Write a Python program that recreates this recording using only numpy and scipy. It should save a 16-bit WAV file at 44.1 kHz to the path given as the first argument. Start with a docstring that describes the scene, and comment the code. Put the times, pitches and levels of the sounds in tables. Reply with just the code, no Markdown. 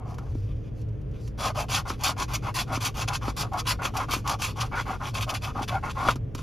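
"""Coin on a scratch card, parked car

Phone held close: a coin edge scrapes back and forth over a scratch card on a fibreboard clipboard.
Each stroke is a run of tiny catches that ring the board; where the edge bites, the coating tears with a hiss.
The coin knocks on ridges as short blows to the board's modes; the hand rustles as faint noise before and after.
Behind it the idling car booms in the cabin: steady low tones over coloured rumble."""
import sys
import numpy as np
from scipy import signal
from scipy.fft import rfft, irfft
from scipy.io import wavfile
from scipy.ndimage import uniform_filter1d

SR = 44100
rng = np.random.default_rng(int(sys.argv[2]) if len(sys.argv) > 2 else 0)


def persist_wave(psi):
    """Save psi, clipped to +-1, as 16-bit WAV."""
    counts = np.round(np.clip(psi, -1, 1) * 32767).astype(np.int16)
    wavfile.write(sys.argv[1], SR, np.atleast_2d(counts).T)


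N = 283122
T = np.arange(N) / SR

# Cabin rumble spectrum: pitch_hz [Hz], density_db [dB per Hz, relative]
CABIN_SPECTRUM = [(30, -16.5), (45, -6), (75, -8), (112, -1), (130, -5), (160, -14.5), (260, -20),
                  (350, -27), (440, -22), (830, -43), (3100, -54), (4800, -73.5)]
CABIN_DB = -34  # rms of the rumble before its one swell, without the side part
# Cabin width: pitch_hz [Hz], side_minus_mid_db [dB]
CABIN_WIDTH = [(60, -13), (130, -18), (380, -4), (1300, -3), (2400, -14), (4400, -25)]
# Idle firing tones: multiple [of IDLE_HZ], level_db [dB rms]
IDLE_TONES = [(1, -49), (2, -43.5), (4, -43)]
IDLE_HZ = 27.97
# The low rumble swells once: peak_s [s], half_width_s [s], swell_db [dB]
RUMBLE_SWELL = (0.38, 0.25, 9)
HUM_HZ, HUM_DB = 311.3, -52.5  # thin hum of steady pitch, left only

# The hand rubs the board: time_s [s], level_db [dB]
HAND_RUB = [(.045, -51.5), (.075, -45), (.12, -43), (.165, -54), (.27, -52.5), (.33, -67)]
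# Skin and card rustle as the hand shifts: peak_s [s], level_db [dB], half_length_s [s],
# treble_db [dB over the rest]
HAND_SHIFTS = [(0.102, -67, 0.045, 8), (0.356, -68.5, 0.24, 3.2), (0.51, -60.5, 0.039, -29),
               (0.666, -69, 0.042, -3), (0.796, -71.5, 0.044, 7), (1.171, -56.5, 0.041, -13),
               (1.244, -70.5, 0.069, 11), (6.395, -53, 0.043, 3)]
SHIFT_FADE_DB, STILL_DB = 16, -77.5  # lost at the half length; the hand at rest
# The edge resting on the card at the turns: first_db, last_db [dB at the first stroke and at the lift]
RESTING_EDGE_DB = (-70, -63.5)

# Knocks on the board: time_s [s], board_db [dB, relative], thud_db [dB]
RIDGE_KNOCKS = [(0.186, -30.5, -53), (0.353, -50, -25), (1.903, -18, -27.5), (2.774, -25, -25),
                (3.281, -18.5, -21), (3.852, -15, -47.5), (4.137, -16, -36), (4.165, -33, -25),
                (6.0869, -5, -26), (6.158, -32, -28), (6.351, -31.5, -28.5), (6.391, -33.5, -50.5)]
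# Light ticks of coin and card: time_s [s], level_db [dB, relative]
LIGHT_TICKS = [(0.143, -42), (0.183, -38), (0.815, -47.5), (.887, -54), (1.014, -55), (1.112, -54),
               (1.276, -38.5), (2.009, -34), (3.534, -33.5), (4.2758, -19), (4.295, -18), (6.157, -33),
               (6.349, -27)]
# Ringing modes of the clipboard: pitch_hz [Hz], width_hz [Hz], level_db [dB, relative]
BOARD_MODES = [(582, 120, -8), (750, 113, -2.5), (1098, 317, 1.5), (1255, 135, 0.5), (1396, 113, -6.5),
               (2234, 200, -11.5), (2770, 550, -17)]
# Low modes behind the thuds: pitch_hz [Hz], width_hz [Hz], level_db [dB, relative]
THUD_MODES = [(249.5, 77, 1), (330, 250, -2.5)]

# Strokes: start_s [s], board_db [dB], swell_db [dB over the stroke], grit_db [dB]
COIN_STROKES = [(1.375, -30.5, 18, -40.5), (1.544, -32, 2, -42.5), (1.682, -31.5, 14, -36.5),
                (1.851, -38.5, -17, -48), (1.989, -32.5, 18, -47.5), (2.162, -31, -1, -51.5),
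                (2.277, -36, -5, -44), (2.42, -31.5, 4, -48.5), (2.542, -34.5, -2, -36.5),
                (2.664, -33, 27, -55), (2.795, -38, 2, -42), (2.939, -34, 17, -43),
                (3.075, -36.5, -16, -48), (3.207, -34, 1, -47.5), (3.357, -34, 1, -59),
                (3.514, -29, -0.5, -53), (3.65, -34.5, 0.5, -41), (3.786, -33, -2, -59.5),
                (3.936, -28.5, 8, -42), (4.083, -36, -16.5, -41.5), (4.241, -29, 3, -50.5),
                (4.386, -36.5, 6, -37), (4.555, -32.5, 2.5, -45.5), (4.712, -29, 4.5, -56.5),
                (4.851, -31.5, 2.5, -49), (4.997, -35, -8, -56), (5.132, -33.5, 4, -45),
                (5.264, -34.5, -5, -48), (5.41, -33.5, 9, -47), (5.545, -31, 2, -55),
                (5.673, -34.5, 8, -50.5), (5.825, -33, -9.5, -51), (5.948, -27, 14.5, -53.5)]
TURN_S, LIFT_S = 0.014, 6.15  # pause at each turn; the coin leaves the card
LOOSE_S, SLOWING_SHARE = 0.015, 0.49  # breaking loose; share of the stroke spent slowing
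BOARD_POWER, GRIT_POWER = 1.8, 2.4  # how sharply board and grit fall as the coin slows
# Low board modes ring less as the coin works along: first_db, last_db [dB at the first stroke and the lift]
LOW_MODES_TREND_DB = (1.3, -2.5)

# The edge bites into the coating: start_s [s], length_s [s], peak_db [dB],
# swell_db [dB climbed from the catch to the peak]
EDGE_BITES = [(1.396, 0.1, -38.5, 22.5), (1.567, 0.066, -44.5, 14), (1.699, 0.092, -34.5, 10.5),
              (1.877, 0.037, -42, 6), (2.035, 0.079, -31.5, 1.5), (2.178, 0.068, -36.5, 11),
              (2.334, 0.032, -33, -2), (2.541, 0.085, -36.5, 9), (2.721, 0.057, -36.5, 18),
              (2.805, 0.082, -31, 17.5), (2.97, 0.071, -39, 14), (3.075, 0.017, -32.5, 16.5),
              (3.132, 0.04, -34, 10.5), (3.275, 0.035, -44, 10), (3.364, 0.07, -30, 15.5),
              (3.571, 0.04, -34, 13), (3.668, 0.057, -29, 5.5), (3.818, 0.064, -34.5, 12),
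              (3.967, .011, -33, 1.5), (4.108, 0.059, -32.5, 2.5), (4.262, .085, -37, 14),
              (4.417, 0.048, -33.5, 3), (4.6, 0.029, -30.5, 11), (4.753, 0.078, -41.5, 10),
              (5.034, 0.071, -38.5, 12), (5.141, 0.051, -36, 5), (5.208, 0.039, -32.5, 1),
              (5.291, 0.024, -33, 1.5), (5.339, .04, -36.5, -1.5), (5.42, 0.046, -37, 14),
              (5.61, 0.037, -34.5, 17), (5.678, 0.022, -33, 7), (5.895, 0.025, -38, 8),
              (5.988, 0.11, -41, 13), (6.074, 0.056, -31.5, 6)]
CATCH_S, BITE_PEAK_SHARE = 0.00095, 0.6  # onset ramp; share of the length before the peak
BITE_FADE_DB, BITE_FADE_POWER = 12.5, 2.13  # lost from the peak to the end of the length; curve
# Fresh coating tears bright, the bared card duller: time_s [s], treble_db [dB over the tearing hiss]
COATING_TREBLE = [(1.4, 3), (1.75, 4), (3.7, 1), (4.5, -1), (6.1, -6)]
# The finest flakes fly first: band edge, lift at the catch, extra loss over one bite length
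FIZZ_HZ, FIZZ_DB, FIZZ_FADE_DB = 8400, 4, 6.5
# Tearing hiss, coarse flakes: pitch_hz [Hz], density_db [dB per Hz, relative]
TEAR_SPECTRUM = [(600, -28.5), (1000, 4), (1800, -5.5), (2500, 2), (3700, -2), (5200, -23)]
# Treble of the tearing, fine flakes: pitch_hz [Hz], density_db [dB per Hz, relative]
AIR_SPECTRUM = [(3000, -20), (4600, 0), (5500, -2), (9200, -8), (11000, -13), (12300, -15), (13600, -11),
                (15600, -9)]

# Part of the near sounds opposite in left and right: pitch_hz [Hz], level_db [dB]
NEAR_WIDTH = [(300, -18), (1250, -14), (1750, -3.5), (2300, -18), (4000, -74)]
# Stereo phase of the treble: pitch_hz [Hz], left_minus_right_phase_rad [rad]
STEREO_PHASE = [(5700, 0), (6900, -1), (7850, -np.pi), (8700, -np.pi), (10800, -2 * np.pi),
                (12200, -2 * np.pi), (14200, -3 * np.pi)]
# Balance of the near sounds: pitch_hz [Hz], left_minus_right_db [dB]
NEAR_BALANCE = [(100, -0.5), (600, 2), (1500, 0.5)]
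TOP_HZ = 15900
LEFT_RIGHT = np.array([[1], [-1]])  # signs of a difference between left and right


def undb(db):
    """Decibels to amplitude."""
    return 10 ** (np.asarray(db) / 20)


def unit(x):
    """Scales to an rms of 1."""
    return x / np.sqrt(np.mean(x ** 2))


def over_time(table):
    """A (time, value) table at every sample."""
    return np.interp(T, *np.transpose(table))


def over_hz(table, size, ends=None):
    """A (Hz, value) table on the bins of a transform, interpolated over log frequency."""
    hz, value = np.transpose(table)
    bins = np.arange(size // 2 + 1) * SR / size
    return np.interp(np.log(bins + 1), np.log(hz + 1), value, left=ends)


def colour(x, table):
    """Causal minimum-phase filter with the given spectrum, from the folded cepstrum."""
    size = 8192
    ceps = irfft(np.log(undb(over_hz(table, size, ends=-60))))
    ceps[1:size // 2] *= 2
    ceps[size // 2 + 1:] = 0
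    return signal.fftconvolve(x, irfft(np.exp(rfft(ceps))))[:N]


def ring(x, modes, sign=-1, first=0, count=None):
    """Damped modes struck by x; each next mode starts scaled by sign (-1: neighbours swing opposite)."""
    t = T[:SR // 10]
    each = []
    for k, (hz, width, db) in enumerate(modes):
        decay = np.exp(-np.pi * width * t)
        each.append(sign ** k * undb(db) * np.sqrt(width) * decay * np.sin(2 * np.pi * hz * t))
    peak = np.abs(sum(each)).max()  # of all modes, whichever are played
    return signal.fftconvolve(x, sum(each[first:count]) / peak)[:N]


def grains(per_s, spread_db):
    """Random catches, a few much stronger than the rest."""
    hit = rng.random(N) < per_s / SR
    boost_db = spread_db * np.minimum(rng.exponential(size=N), 4.5)
    return hit * rng.standard_normal(N) * undb(boost_db)


def walk(rate):
    """Random levels held 1 / rate s and slewed; rms 1."""
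    hold = int(SR / rate)
    steps = np.repeat(rng.standard_normal(N // hold + 1), hold)
    return unit(uniform_filter1d(steps, hold)[:N])


def scatter(x, t60_s, wet_db):
    """Adds many small modes of card and clip as decaying noise; the set drifts with the contact. Keeps the rms."""
    t = T[:SR // 16]
    share = np.abs([walk(12) for _ in range(12)]) ** 2 + 0.024
    share /= np.sqrt(np.sum(share ** 2, axis=0))
    wet = 0
    for weight in share:
        tail = rng.standard_normal(len(t)) * 1000 ** (-t / t60_s)
        wet = wet + signal.oaconvolve(x * weight, tail)[:N]
    return unit(unit(x) + undb(wet_db) * unit(wet)) * np.sqrt(np.mean(x ** 2))


def cabin():
    """Idle firing tones and a thin hum over rumble in the cabin's resonances, in stereo."""
    boom = colour(rng.standard_normal(N), CABIN_SPECTRUM)
    other = colour(rng.standard_normal(N), CABIN_SPECTRUM)
    side = irfft(rfft(other) * undb(over_hz(CABIN_WIDTH, N)), N)
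    gain = undb(CABIN_DB) / np.sqrt(np.mean(boom ** 2))

    peak_s, half_width_s, swell_db = RUMBLE_SWELL
    low = signal.sosfilt(signal.butter(2, 95, fs=SR, output="sos"), boom)
    swell = undb(swell_db * np.exp(-((T - peak_s) / half_width_s) ** 2))
    boom = boom + low * (swell - 1)

    idle = 0
    for k, db in IDLE_TONES:
        level = np.sqrt(2) * undb(db + 0.58 * (k - 1) * walk(3.14))  # higher multiples waver more
        idle = idle + level * np.sin(2 * np.pi * (k * IDLE_HZ * T + rng.random()))
    hum = np.sqrt(2) * undb(HUM_DB + 2.9 * walk(2.9)) * np.sin(2 * np.pi * HUM_HZ * T)
    left_only = np.array([[1], [0]])
    return hum * left_only + idle + gain * (boom + side * LEFT_RIGHT)


def rustle():
    """Gains of the hand's friction on the board, of faint skin-and-card rustle and of its treble."""
    rub = undb(np.interp(T, *np.transpose(HAND_RUB), right=-120))
    first = COIN_STROKES[0][0]
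    on_card = (T > first) * (T < LIFT_S)
    rest = undb(STILL_DB) + on_card * undb(np.interp(T, (first, LIFT_S), RESTING_EDGE_DB))
    shifts = np.array([undb(db - SHIFT_FADE_DB * ((T - peak_s) / half_s) ** 2)
                       for peak_s, db, half_s, _ in HAND_SHIFTS])
    treble = undb([row[-1] for row in HAND_SHIFTS])
    return rub, rest + shifts.sum(axis=0), rest + treble @ shifts


def knocks():
    """Each blow starts board and thud modes together; ticks are short cracks of decaying noise."""
    board, thud, tick = np.zeros((3, N))
    for s, db, thud_db in RIDGE_KNOCKS:
        i = int(s * SR)
        board[i], thud[i] = undb(db), undb(thud_db)
    for s, db in LIGHT_TICKS:
        tick[int(s * SR)] = undb(db)
    t = T[:SR // 20]
    crack = signal.fftconvolve(tick, rng.standard_normal(len(t)) * np.exp(-t / 0.0076))[:N]
    highs = undb(7.0) * ring(board, BOARD_MODES, sign=0.93, first=2)
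    lows = undb(-8.0) * ring(board, BOARD_MODES, sign=1, count=2)
    struck = scatter(highs + lows, t60_s=0.077, wet_db=-0.5)
    ticks = undb(-4.5) * colour(crack, TEAR_SPECTRUM) + colour(crack, AIR_SPECTRUM)
    return struck + ring(thud, THUD_MODES) + ticks


def strokes():
    """Board and grit gains: the coin breaks loose quickly, crosses and slows to the turn."""
    board, grit = np.zeros(N), np.zeros(N)
    ends = [row[0] - TURN_S for row in COIN_STROKES[1:]] + [LIFT_S]
    for (start, db, swell_db, grit_db), end in zip(COIN_STROKES, ends):
        done = np.clip((T - start) / (end - start), 0, 1)
        loose = 1 - np.exp(-np.maximum(T - start, 0) / LOOSE_S)
        slowing = np.sin(np.pi / 2 * np.minimum((1 - done) / SLOWING_SHARE, 1))
        board += undb(db + swell_db * (done - .5)) * loose * slowing ** BOARD_POWER
        grit += undb(grit_db) * loose * slowing ** GRIT_POWER
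    return board, grit


def bites():
    """Gains of the tearing hiss, of its treble and of the fizz on top: a sudden catch, a swell, a fade."""
    tear, fizz = np.zeros((2, N))
    for start, length, db, swell_db in EDGE_BITES:
        span = slice(int(start * SR), int((start + 3 * length) * SR))  # leaves room for the fade
        done = (T[span] - start) / length
        past_peak = done - BITE_PEAK_SHARE
        catch = np.clip(done * length / CATCH_S, 0, 1)
        climb_db = -swell_db * past_peak / BITE_PEAK_SHARE
        fade_db = BITE_FADE_DB * (np.abs(past_peak) / (1 - BITE_PEAK_SHARE)) ** BITE_FADE_POWER
        level_db = db - np.where(past_peak < 0, climb_db, fade_db)
        tear[span] += catch * undb(level_db)
        fizz[span] += catch * undb(level_db + FIZZ_DB - FIZZ_FADE_DB * done)
    treble = undb(over_time(COATING_TREBLE))
    return tear, tear * treble, fizz * treble


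def scrape(board, tear, air, fizz):
    """Catches ring the board; torn coating crackles densely, in coarse and in fine flakes."""
    catches = grains(3000., 1.76)
    # low and high modes come and go with the place of contact
    trend_db = np.interp(T, (COIN_STROKES[0][0], LIFT_S), LOW_MODES_TREND_DB)
    lows = undb(trend_db + 2.2 * walk(7)) * ring(catches, BOARD_MODES, count=2)
    mids = ring(catches, BOARD_MODES, first=2, count=4)
    highs = undb(2.5 * walk(7)) * ring(catches, BOARD_MODES, first=4)
    drag = unit(lows + mids + highs) * undb(1.3 * walk(60))
    thud = unit(ring(grains(500., 3.9), THUD_MODES))

    flutter = undb(1.36 * walk(110))
    coarse, fine = grains(3500., 2.07) * flutter, grains(9000., 1.8) * flutter
    hiss = unit(colour(coarse, TEAR_SPECTRUM)) * undb(0.99 * walk(25))
    flakes = unit(colour(fine, AIR_SPECTRUM))
    finest = signal.sosfiltfilt(signal.butter(4, FIZZ_HZ, "high", fs=SR, output="sos"), flakes)
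    torn = tear * hiss + air * (flakes - finest) + fizz * finest

    dragged = scatter(board * drag, t60_s=0.041, wet_db=-2.0) + undb(-14.0) * board * thud
    return dragged + scatter(torn, t60_s=0.046, wet_db=-1.5)


def scene():
    """Scrape and blows alike in left and right, widened by a second scrape texture plus the blows, opposite
    in left and right; the cabin lies behind."""
    rub, hush, hush_air = rustle()
    blows = knocks()
    board, grit = strokes()
    tear, air, fizz = bites()
    gains = board + rub, tear + grit + hush, air + undb(-2.0) * grit + hush_air, fizz + grit + hush_air
    near = scrape(*gains) + blows
    # left and right are least alike in the bands between the phase steps
    unlike = undb(over_hz(NEAR_WIDTH, N)) + .3 * np.sin(over_hz(STEREO_PHASE, N)) ** 2
    quarter_turn = np.exp(.5j * np.pi)
    side = irfft(rfft(scrape(*gains) + blows) * unlike * quarter_turn, N)
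    balance = undb(over_hz(NEAR_BALANCE, N) / 2 * LEFT_RIGHT)
    both = rfft(near + side * LEFT_RIGHT) * balance
    return irfft(both, N) + cabin()


def record(dry):
    """Left and right differ in phase in the treble, in steps; the top is cut."""
    turn = np.exp(.5j * over_hz(STEREO_PHASE, N) * LEFT_RIGHT)
    turned = irfft(rfft(dry) * turn, N)
    return signal.sosfilt(signal.ellip(10, .2, 60, TOP_HZ, fs=SR, output="sos"), turned)


dry = scene()
out = record(dry)
persist_wave(out)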